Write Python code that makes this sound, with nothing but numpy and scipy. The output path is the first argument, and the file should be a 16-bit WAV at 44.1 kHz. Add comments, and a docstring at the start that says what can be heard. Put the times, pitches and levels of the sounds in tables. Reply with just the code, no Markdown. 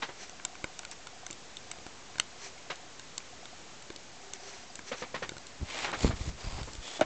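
"""The plastic case of a small camera ticks under the fingers, close to its own microphone, in a cluttered loft.
Cracks ring damped case modes; feet knock boards that boom and clatter; the focus motor gives short tones.
Shaped noise makes cloth brushes, hand slides and pressure heaves; short swings make thumps on the case.
The sound is sampled at 16 kHz in 8-bit sized steps: the quiet floor is mostly the flicker of the lowest step."""
import sys
import numpy as np
from scipy import signal
from scipy.fft import rfft, irfft, next_fast_len
from scipy.io import wavfile
from scipy.ndimage import uniform_filter1d, map_coordinates

SR = 44100
rng = np.random.default_rng(int(sys.argv[2]) if len(sys.argv) > 2 else 0)


def int16_out(signal):
    """Quantize to a 16-bit WAV file."""
    q = np.round(np.clip(np.atleast_2d(signal).T, -1, 1) * 32767)
    wavfile.write(sys.argv[1], SR, q.astype(np.int16))


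def nominal_scale(level):
    """Amplitude ratio for a level in decibels (scalar or array-like)."""
    x = np.asarray(level, float) / 20
    return 10 ** x


N = 310935


def unit(x):
    """Scaled to rms 1."""
    return x / np.sqrt(np.mean(x ** 2) + 1e-20)


def along(points, hz):
    """Interpolates (Hz, value) points on a log frequency axis."""
    f, v = np.transpose(points)
    return np.interp(np.log(hz + 1), np.log(f + 1), v)


def octaves(hz):
    """Octaves above 2 kHz, counted from 100 Hz up."""
    return np.log2(np.maximum(hz, 100) / 2000)


def bell(f, hz, width_hz):
    """A resonance with steep skirts: 1 at its centre, a quarter at half the width to either side."""
    return 1 / (1 + (2 * (f - hz) / width_hz) ** 2) ** 2


def during(rows):
    """Gain per sample from (s, dB) rows, 120 dB down outside them."""
    s, db = np.transpose(rows)
    level_db = np.interp(np.arange(N) / SR, s, db, left=-120, right=-120)
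    return uniform_filter1d(nominal_scale(level_db), size=200)


def swell(s, rise_s, hold_s, fall_s):
    """Gain per sample: a rounded rise, a hold at 1 from time s and a rounded fall."""
    t = np.arange(N) / SR - s
    before = np.maximum(-t / max(rise_s, 0.001), 0)
    after = np.maximum((t - hold_s) / max(fall_s, 0.001), 0)
    # 21 dB down one rise before the top or one fall after it
    return nominal_scale(-21 * np.minimum(before + after, 4) ** 2)


def wobble(rate):
    """A smooth random curve, rate knots a second."""
    knots = rng.standard_normal(int(N * rate / SR) + 4)
    return map_coordinates(knots, [np.arange(N) * rate / SR])


def coloured(n, gain):
    """Noise of rms 1 with a gain that is a function of frequency."""
    m = next_fast_len(n)
    spectrum = rfft(rng.standard_normal(m)) * gain(np.fft.rfftfreq(m, 1 / SR))
    return unit(irfft(spectrum, m)[:n])


def add(track, s, sound):
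    """Mixes a sound in at time s."""
    part = track[round(s * SR):][:len(sound)]
    part += sound[:len(part)]


def reverberant(sound):
    """The tail from the rafters and boxes: fresh noise decaying at a rate set by frequency, 4 ms late."""
    # Decay of the loft. Each row: frequency in Hz, t60 in s.
    loft_decay = [(200, 0.14), (1000, 0.11), (4000, 0.11), (8000, 0.049)]
    hz, t, z = signal.stft(rng.standard_normal(SR // 5), SR, nperseg=256)
    decay = nominal_scale(-60 * t / along(loft_decay, hz)[:, None])
    tail = signal.istft(z * decay, SR, nperseg=256)[1]
    late = np.pad(sound, (round(0.004 * SR), 0))
    return signal.fftconvolve(late, tail / np.linalg.norm(tail))


def ticks():
    """A seam gives, snaps 0.3 ms later and slips twice more within 3 ms; each crack rings the case modes."""
    # Ticks of the case. Each row: start in seconds, peak in dB, level of the modes under 700 Hz in dB,
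    # level of the modes from there to 2.5 kHz in dB, frequency of the favoured modes in Hz.
    tick_rows = [(0.293, -29.5, -25, -17.5, 6060), (0.396, -35.5, -12, 11, 1510),
                 (0.448, -13.5, -33, -15, 7100), (0.551, -32.5, -21, -11, 2300),
                 (0.64, -17.5, -14, -8, 2360), (0.789, -21.5, -42, -14.5, 7040),
                 (0.83, -36, -24, -11, 1200), (0.848, -25, -37, -12.5, 2400),
                 (0.911, -25.5, -40, -38, 7700), (1.068, -28, -29, -20, 1480),
                 (1.263, -22.5, -34, -11, 7030), (1.301, -28.5, -17, -13.5, 2360),
                 (1.307, -24, -22, -27, 7060), (1.326, -27.5, -24.5, -20.5, 3830),
                 (1.567, -25.5, -40, -26.5, 3800), (1.712, -19.5, -30, -11.5, 7000),
                 (1.783, -35, -12, -10, 2100), (1.863, -27, -14.5, -14, 1250),
                 (2.154, -31, -10, -3.5, 1300), (2.181, -26.5, -20, -7, 4470),
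                 (2.196, -6.5, -39, -18.5, 2300), (2.577, -39, -14, 2, 2590),
                 (2.755, -30.5, -36, -23, 4440), (2.993, -30.5, -27, -20, 1470),
                 (3.177, -18, -39, -22, 4170), (3.201, -37.5, -28, 8, 2400), (3.453, -30, -34, -21, 1500),
                 (3.821, -34.5, -32, -20, 2650), (3.9, -27.5, -17, -11, 600),
                 (3.959, -30.5, -26, -30, 4350), (4.333, -20.5, -29.5, -20, 6040),
                 (4.753, -24.5, -30, -26, 7000), (4.789, -27.5, -21, -8.5, 1300),
                 (5.29, -23, -20, -16, 3420), (5.317, -31.5, -6, -10, 1420),
                 (5.365, -28.5, -13.5, -12.5, 1580), (5.379, -29, -26, -16, 4400),
                 (5.466, -31.5, -35, -35, 4430), (5.914, -26.5, -21, -17, 1310),
                 (6.629, -29, -25, -13.5, 3610), (6.731, -32, -19, -23, 5150), (6.75, -31, -17, -27, 2680),
                 (6.876, -29, -28, -17, 3500), (7.008, -15.5, -49, -7, 3620)]
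    # Modes of the plastic case. Each row: frequency in Hz, level in dB, t60 in s.
    case_modes = [(182, -6.5, 0.014), (332, 0.1, 0.03), (542, -3, 0.024), (1031, -6.5, 0.018),
                  (1500, -1, .016), (2263, 0, 0.01), (2870, -11.5, 0.0055), (3704, -14.5, 0.0087),
                  (4323, -12.5, 0.0081), (5160, -1, .006), (6193, 0.1, 0.0054), (6760, -1.5, 0.0042),
                  (7680, 9, 0.0073)]
    out, t = np.zeros(N), np.arange(SR // 20) / SR
    hz, mode_db, t60 = np.transpose(case_modes)[:, :, None]
    low = hz[:, 0] < 700
    stiff = signal.butter(2, 600, "high", fs=SR, output="sos")
    for s, db, low_db, mid_db, near_hz in tick_rows:
        draw = rng.standard_normal((3, len(case_modes), 1))
        top_db = -14 + 2.5 * octaves(near_hz)  # high modes gain when the favoured one lies high
        colour_db = np.select([hz < 700, hz < 2500, hz > 4800], [low_db, mid_db, top_db], 0)
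        near_db = 7 * bell(hz, near_hz, 1400)  # the modes nearest the seam speak most
        level = nominal_scale(mode_db + colour_db + near_db + 1.5 * draw[0] - 60 * t / t60)
        phase = 2 * np.pi * hz * (1 + 0.027 * draw[1]) * t + 0.45 * draw[2]
        modes = level * np.sin(phase) * (1 - np.exp(-t / 0.00019))
        # the small panels move no bass
        ring = modes[low].sum(axis=0) + signal.sosfilt(stiff, modes[~low].sum(axis=0))
        slips = np.zeros(SR // 200)
        slips[[0, 14, *rng.integers(35, 120, size=2)]] = [0.27, 0.9, 0.3, 0.31]
        tick = np.convolve(ring, slips)
        tick *= nominal_scale(db) / np.abs(tick).max()
        add(out, s + 0.002, tick)
        add(out, s, nominal_scale(-21) * reverberant(tick))
    return out


def knocks():
    """A foot sets off the modes of a board, which boom, while loose things on it clatter as decaying noise."""
    # Foot knocks. 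Each row: start in seconds, nominal peak in dB, board frequency in Hz,
    # clatter tilt in dB per octave, boom in dB against the clatter.
    knock_rows = [(0.02, -22.5, 738, 0.8, -20), (0.085, -33, 746, -1.2, -9.5),
                  (2.699, -24.5, 564, 1, -10.5), (4.915, -23.5, 498, -0.2, -3.5),
                  (5.019, -26.5, 507, -0.8, -1.5), (5.142, -24, 516, -0.8, -2.5),
                  (5.222, -24, 506, -0.5, -1), (5.842, -21.5, 823, 1.5, -10), (5.866, -29, 820, -0.5, -11),
                  (5.888, -28.5, 820, -1.5, -6), (5.928, -22.5, 808, -0.9, -5), (6.045, -23, 450, -6, -1.5),
                  (6.104, -25.5, 678, -3, -8), (6.581, -31.5, 820, -3.5, -4), (6.674, -34.5, 495, -4, -4.5),
                  (6.994, -27.5, 664, 0.5, 9.5), (7.0119, -10, 634, -2, 7)]
    # Modes of a board. Each row: multiple of the board frequency, mean level in dB, t60 in s.
    board_modes = [(.5, -7, 0.031), (1.002, 5, .034), (1.169, -5.5, .04), (1.701, -19.5, 0.076),
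                   (2.501, -16, 0.0053), (4.503, -19, 0.036)]
    # Colour of the clatter before its tilt. Each row: frequency in Hz, relative level in dB per Hz.
    clatter_colour = [(120, 2), (200, -5.5), (482, -1), (766, -2), (1200, 0.5), (1820, -1), (2190, 0),
                      (2670, -5), (3320, -6), (8000, -20.5), (10400, -65), (17600, -120)]
    out, t = np.zeros(N), np.arange(SR // 4) / SR
    small = signal.butter(2, 170, "high", fs=SR, output="sos")  # narrow boards radiate no deep bass
    dull = signal.butter(1, 900, "low", fs=SR, output="sos")
    multiple, mode_db, ring_s = np.transpose(board_modes)[:, :, None]
    for s, db, board_hz, tilt_db, boom_db in knock_rows:
        solid_db = max(boom_db, 0)
        level = nominal_scale(mode_db + 0.47 * rng.standard_normal(multiple.shape) - 60 * t / ring_s)
        level[0] *= nominal_scale(1.3 * solid_db)  # a solid blow also bends the whole board
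        build = 1 - np.exp(-t * multiple * board_hz / 0.82)  # each mode takes a cycle or two to swing up
        boom = np.sum(level * build * np.sin(2 * np.pi * multiple * board_hz * t), axis=0)

        clatter = coloured(len(t), lambda f: nominal_scale(along(clatter_colour, f) + tilt_db * octaves(f)))
        body = signal.sosfilt(dull, clatter)
        # light things jump after the board has moved
        clatter = body + (clatter - body) * (1 - np.exp(-t / 0.0041))
        rattle = nominal_scale(1.7 * coloured(len(t), lambda f: f < 300))  # separate small contacts
        clatter_t60 = 0.11 * nominal_scale(-0.62 * solid_db)  # seconds, shorter for a solid blow
        envelope = rattle * (1 - np.exp(-t / 0.0027)) * nominal_scale(-60 * t / clatter_t60)

        knock = signal.sosfilt(small, envelope * clatter + nominal_scale(boom_db) * boom)
        knock *= nominal_scale(db) / (3.46 * np.std(knock[:SR // 50]))  # peaks stand about this far over the first 20 ms
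        add(out, s, knock)
        add(out, s, nominal_scale(-13 - 0.72 * solid_db) * reverberant(knock))
    return out


def focus():
    """The lens hunts in runs of evenly spaced motor steps: each is a 15 ms hum with a thin gear whine."""
    # Runs of the focus motor. Each row: first step in seconds, number of steps,
    # spacing in picture frames, mean hum amplitude in dB, mean whine in dB against the hum.
    focus_runs = [(0.231, 2, 3, -45.5, -11), (0.464, 3, 1, -46, -14), (0.598, 5, 3, -46, -12),
                  (1.131, 2, 1, -46.5, -20), (1.233, 2, 1, -44.5, -20), (1.669, 5, 1, -47.5, -9),
                  (1.868, 1, 1, -49, -5), (2.101, 1, 1, -46.5, -17), (2.329, 2, 1, -47.5, -13),
                  (2.465, 3, 3, -47, -15), (2.798, 3, 1, -48, -18), (3.331, 3, 3, -44.5, -17),
                  (3.666, 3, 1, -50, -22), (4.135, 6, 1, -48.5, -7.5), (4.367, 4, 1, -48.5, -4),
                  (4.535, 4, 1, -48.5, -8), (4.702, 1, 1, -47, -3), (5.068, 1, 1, -47.5, -7),
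                  (5.336, 2, 2, -48, -8)]
    frame_s = 1 / 30
    out, t = np.zeros(N), np.arange(SR // 40) / SR
    shape = np.clip(t / 0.0018, 0, 1) * np.clip((0.015 - t) / 0.013, 0, 1)
    for first, steps, apart, db, whine_db in focus_runs:
        for k in range(round(steps)):
            turn, scatter = rng.uniform(0, 2 * np.pi, size=2), rng.standard_normal(size=2)
            hum = np.sin(2 * np.pi * 725 * t + turn[0])
            whine = nominal_scale(whine_db + 2 * scatter[1]) * np.sin(2 * np.pi * 4850 * t + turn[1])
            step = nominal_scale(db + 0.3 * scatter[0]) * shape * (hum + whine)
            add(out, first + k * round(apart) * frame_s - 0.002, step)
    return out


def cloth():
    """Sleeves brush in soft swells of hiss with broad resonances, over a faint narrow drone."""
    # Sleeve brushes. Each row: peak in seconds, rise in s, fall in s, hiss in dB, low drone in dB.
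    brush_rows = [(0.235, 0.091, 0.061, -46, -60.5), (0.918, .005, 0.026, -45.5, -85),
                  (2.45, 0.08, 0.072, -46, -53), (4.27, .12, 0.053, -57, -60),
                  (4.349, 0.034, 0.022, -49, -54), (4.46, 0.092, 0.065, -49, -56),
                  (4.534, 0.064, .17, -48.5, -62.5), (4.889, .05, 0.043, -46, -58),
                  (5.001, 0.069, 0.038, -47, -56)]
    # Hiss bands of the weave. Each row: centre in Hz, width in Hz, relative power in dB.
    weave_bands = [(910, 280, -7.5), (2080, 1700, -5), (4240, 530, -4.5), (5870, 1300, -2.8),
                   (7670, 890, -7)]

    def weave(f):
        """Gain of the hiss: bands and a flat floor up to 9 kHz, summed as powers."""
        bands = sum(nominal_scale(2 * db) * bell(f, hz, width_hz) for hz, width_hz, db in weave_bands)
        return np.sqrt(nominal_scale(-24.5) * (f < 9000) + bands)

    brushes = np.array([swell(s, rise_s, 0, fall_s) for s, rise_s, fall_s, *_ in brush_rows])
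    hiss_db, drone_db = np.transpose(brush_rows)[3:]
    hiss = nominal_scale(hiss_db) @ brushes * nominal_scale(1.9 * wobble(60)) * coloured(N, weave)
    drone = nominal_scale(drone_db) @ brushes * coloured(N, lambda f: bell(f, 395, 55))
    return hiss + drone


def slide():
    """Skin drags on plastic: a grainy hiss with two squeak bands set by the grip of each stroke."""
    # Hand strokes. Each row: arrival at the top in seconds, rise in s, hold in s, fall in s, level in dB.
    strokes = [(5.773, .14, 0.018, 0.16, -38.5), (6.039, 0.099, 0.0079, 0.091, -37),
               (6.197, 0.087, 0.088, 0.054, -47), (6.407, .04, 0.18, 0.075, -46),
               (6.656, 0.064, .1, 0.055, -52), (6.845, 0.041, .12, 0.053, -43.5)]
    # Grip of each stroke. Each row: squeak in Hz, its lift in dB, second squeak in Hz, its lift in dB,
    # half-width of both in Hz, tilt in dB per octave.
    grip_rows = [(2470, 6, 4700, 0.5, 2700, 0.5), (4350, 4, 7100, 2.5, 840, -0.5),
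                 (4730, 0, 2400, -1, 930, 0.6), (4790, 7.5, 1000, 5, 420, 0),
                 (1800, 5.5, 2100, -3.5, 890, 4.5), (3370, 9, 6300, 0, 290, 1.3)]
    # Colour of skin on plastic before the grip. Each row: frequency in Hz, relative level in dB per Hz.
    skin_colour = [(150, -38.5), (250, -4), (786, -2.5), (1620, -9), (2270, -5), (2620, -6.5),
                   (6440, -11.5), (8000, -6), (10400, -42.5), (17600, -120)]
    out = np.zeros(N)
    for (*stroke, db), (hz_a, db_a, hz_b, db_b, width_hz, tilt_db) in zip(strokes, grip_rows):

        def colour(f):
            """Gain of this stroke's hiss."""
            squeaks_db = db_a * bell(f, hz_a, 2 * width_hz) + db_b * bell(f, hz_b, 2 * width_hz)
            return nominal_scale(along(skin_colour, f) + squeaks_db + tilt_db * octaves(f))

        out += nominal_scale(db) * swell(*stroke) * coloured(N, colour)
    grain = nominal_scale(0.79 * wobble(70) + 2.1 * wobble(300))
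    return grain * out


def handling():
    """Changing pressure heaves the microphone in lumps of low noise; sharp thumps swing down, then up."""
    # Pressure on the microphone, one list for each spell of handling.
    # Each row: time in seconds, nominal level in dB.
    pressure_spells = [
        [(4.9, -60), (4.922, -52), (4.982, -65), (5.018, -52), (5.082, -65), (5.128, -61), (5.144, -56),
         (5.382, -49.5), (5.396, -67), (5.45, -68)],
        [(5.57, -62), (5.62, -33.5), (5.638, -31), (5.674, -55.5), (5.812, -54.5), (5.848, -48), (5.904, -51),
         (5.946, -47), (5.978, -43), (6.0, -54)],
        [(6.0, -46), (6.036, -24.5), (6.05, -21.5), (6.194, -43.5), (6.214, -34), (6.234, -41.5),
         (6.262, -31.5), (6.292, -33.5), (6.4, -52)],
        [(6.4, -53), (6.468, -35), (6.512, -43.5), (6.536, -34), (6.576, -39.5), (6.604, -35.5), (6.72, -52),
         (6.8, -42.5), (6.836, -56), (6.86, -61)],
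    ]
    # Frequency above which the heave of each spell fades, in Hz, one value a spell.
    spell_corners = [184, 86, 84.5, 61.8]
    # Single thumps through the case. Each row: start in seconds, peak in dB, time scale in s.
    thump_rows = [(5.614, -29.5, 0.009), (5.63, -29, 0.006), (6.046, -13, 0.0029), (6.067, -31, 0.0059),
                  (6.094, -23, 0.0055), (6.134, -26.5, 0.0078), (6.208, -30, 0.0069), (6.279, -27.5, 0.011),
                  (6.444, -34, 0.014), (6.47, -28.5, 0.015), (6.527, -30.5, 0.018), (6.613, -32, 0.0083),
                  (6.78, -36.5, 0.019)]
    hz, t, z = signal.stft(coloured(N, lambda f: (f > 12) * (f < 1500)), SR, nperseg=1024)
    hz = hz[:, None]
    starts = [rows[0][0] for rows in pressure_spells]
    spell = np.maximum(np.searchsorted(starts, t) - 1, 0)
    corner_hz = np.array(spell_corners)[spell]
    low = z * hz / (hz + 0.24 * corner_hz) / (1 + (hz / corner_hz) ** 2.0)
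    low = low / np.sqrt(corner_hz / 1500)  # makes up for the narrower band
    heave = signal.istft(low, SR, nperseg=1024)[1][:N]
    pressure = sum(during(rows) for rows in pressure_spells) * nominal_scale(1.4 * wobble(35))
    out = pressure * heave
    for s, db, length in thump_rows:
        u = np.arange(SR // 10) / SR / max(length, 0.001)
        swing = -np.sin(2 * np.pi * u ** 0.44) * np.exp(-1.1 * u) * (1 - np.exp(-5 * u))
        add(out, s, nominal_scale(db) * swing / np.abs(swing).max())
    return out


def air():
    """The still loft and the preamplifier: steady noise with an rms under half a sample step."""
    # Colour of loft and preamplifier. Each row: frequency in Hz, relative level in dB per Hz.
    air_colour = [(20, -5.5), (60, -1), (200, -1), (600, -1.5), (2000, -6.5), (5000, -10), (7400, -8.5),
                  (9000, -5)]
    noise = coloured(N, lambda f: nominal_scale(along(air_colour, f)) * (f < 9000))
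    return nominal_scale(-52.5 + 0.76 * wobble(3)) * noise


def scene():
    """All sources at one microphone."""
    return (ticks() + knocks() + focus() + cloth() + slide() + handling() + air())[None]


def roll_off(x):
    """The treble ends steeply here."""
    return signal.sosfilt(signal.butter(12, 9390, fs=SR, output="sos"), x)


def record(dry):
    """Samples at 16 kHz in coarse steps; a short resampling filter lets a mirror image leak past 8 kHz."""
    up, down = 441, 160  # 44.1 kHz to 16 kHz
    step = 1 / 128 / np.sqrt(2)
    slow = signal.resample_poly(dry, down, up, axis=1)
    bits = step * np.floor(slow / step + 0.078)  # almost a plain rounding down
    kernel = signal.firwin(32 * up + 1, 7900, window=("kaiser", 9.0), fs=SR * down)
    mix = signal.resample_poly(bits, up, down, axis=1, window=kernel)[:, :N]
    return roll_off(mix)


dry = scene()
out = record(dry)
int16_out(out)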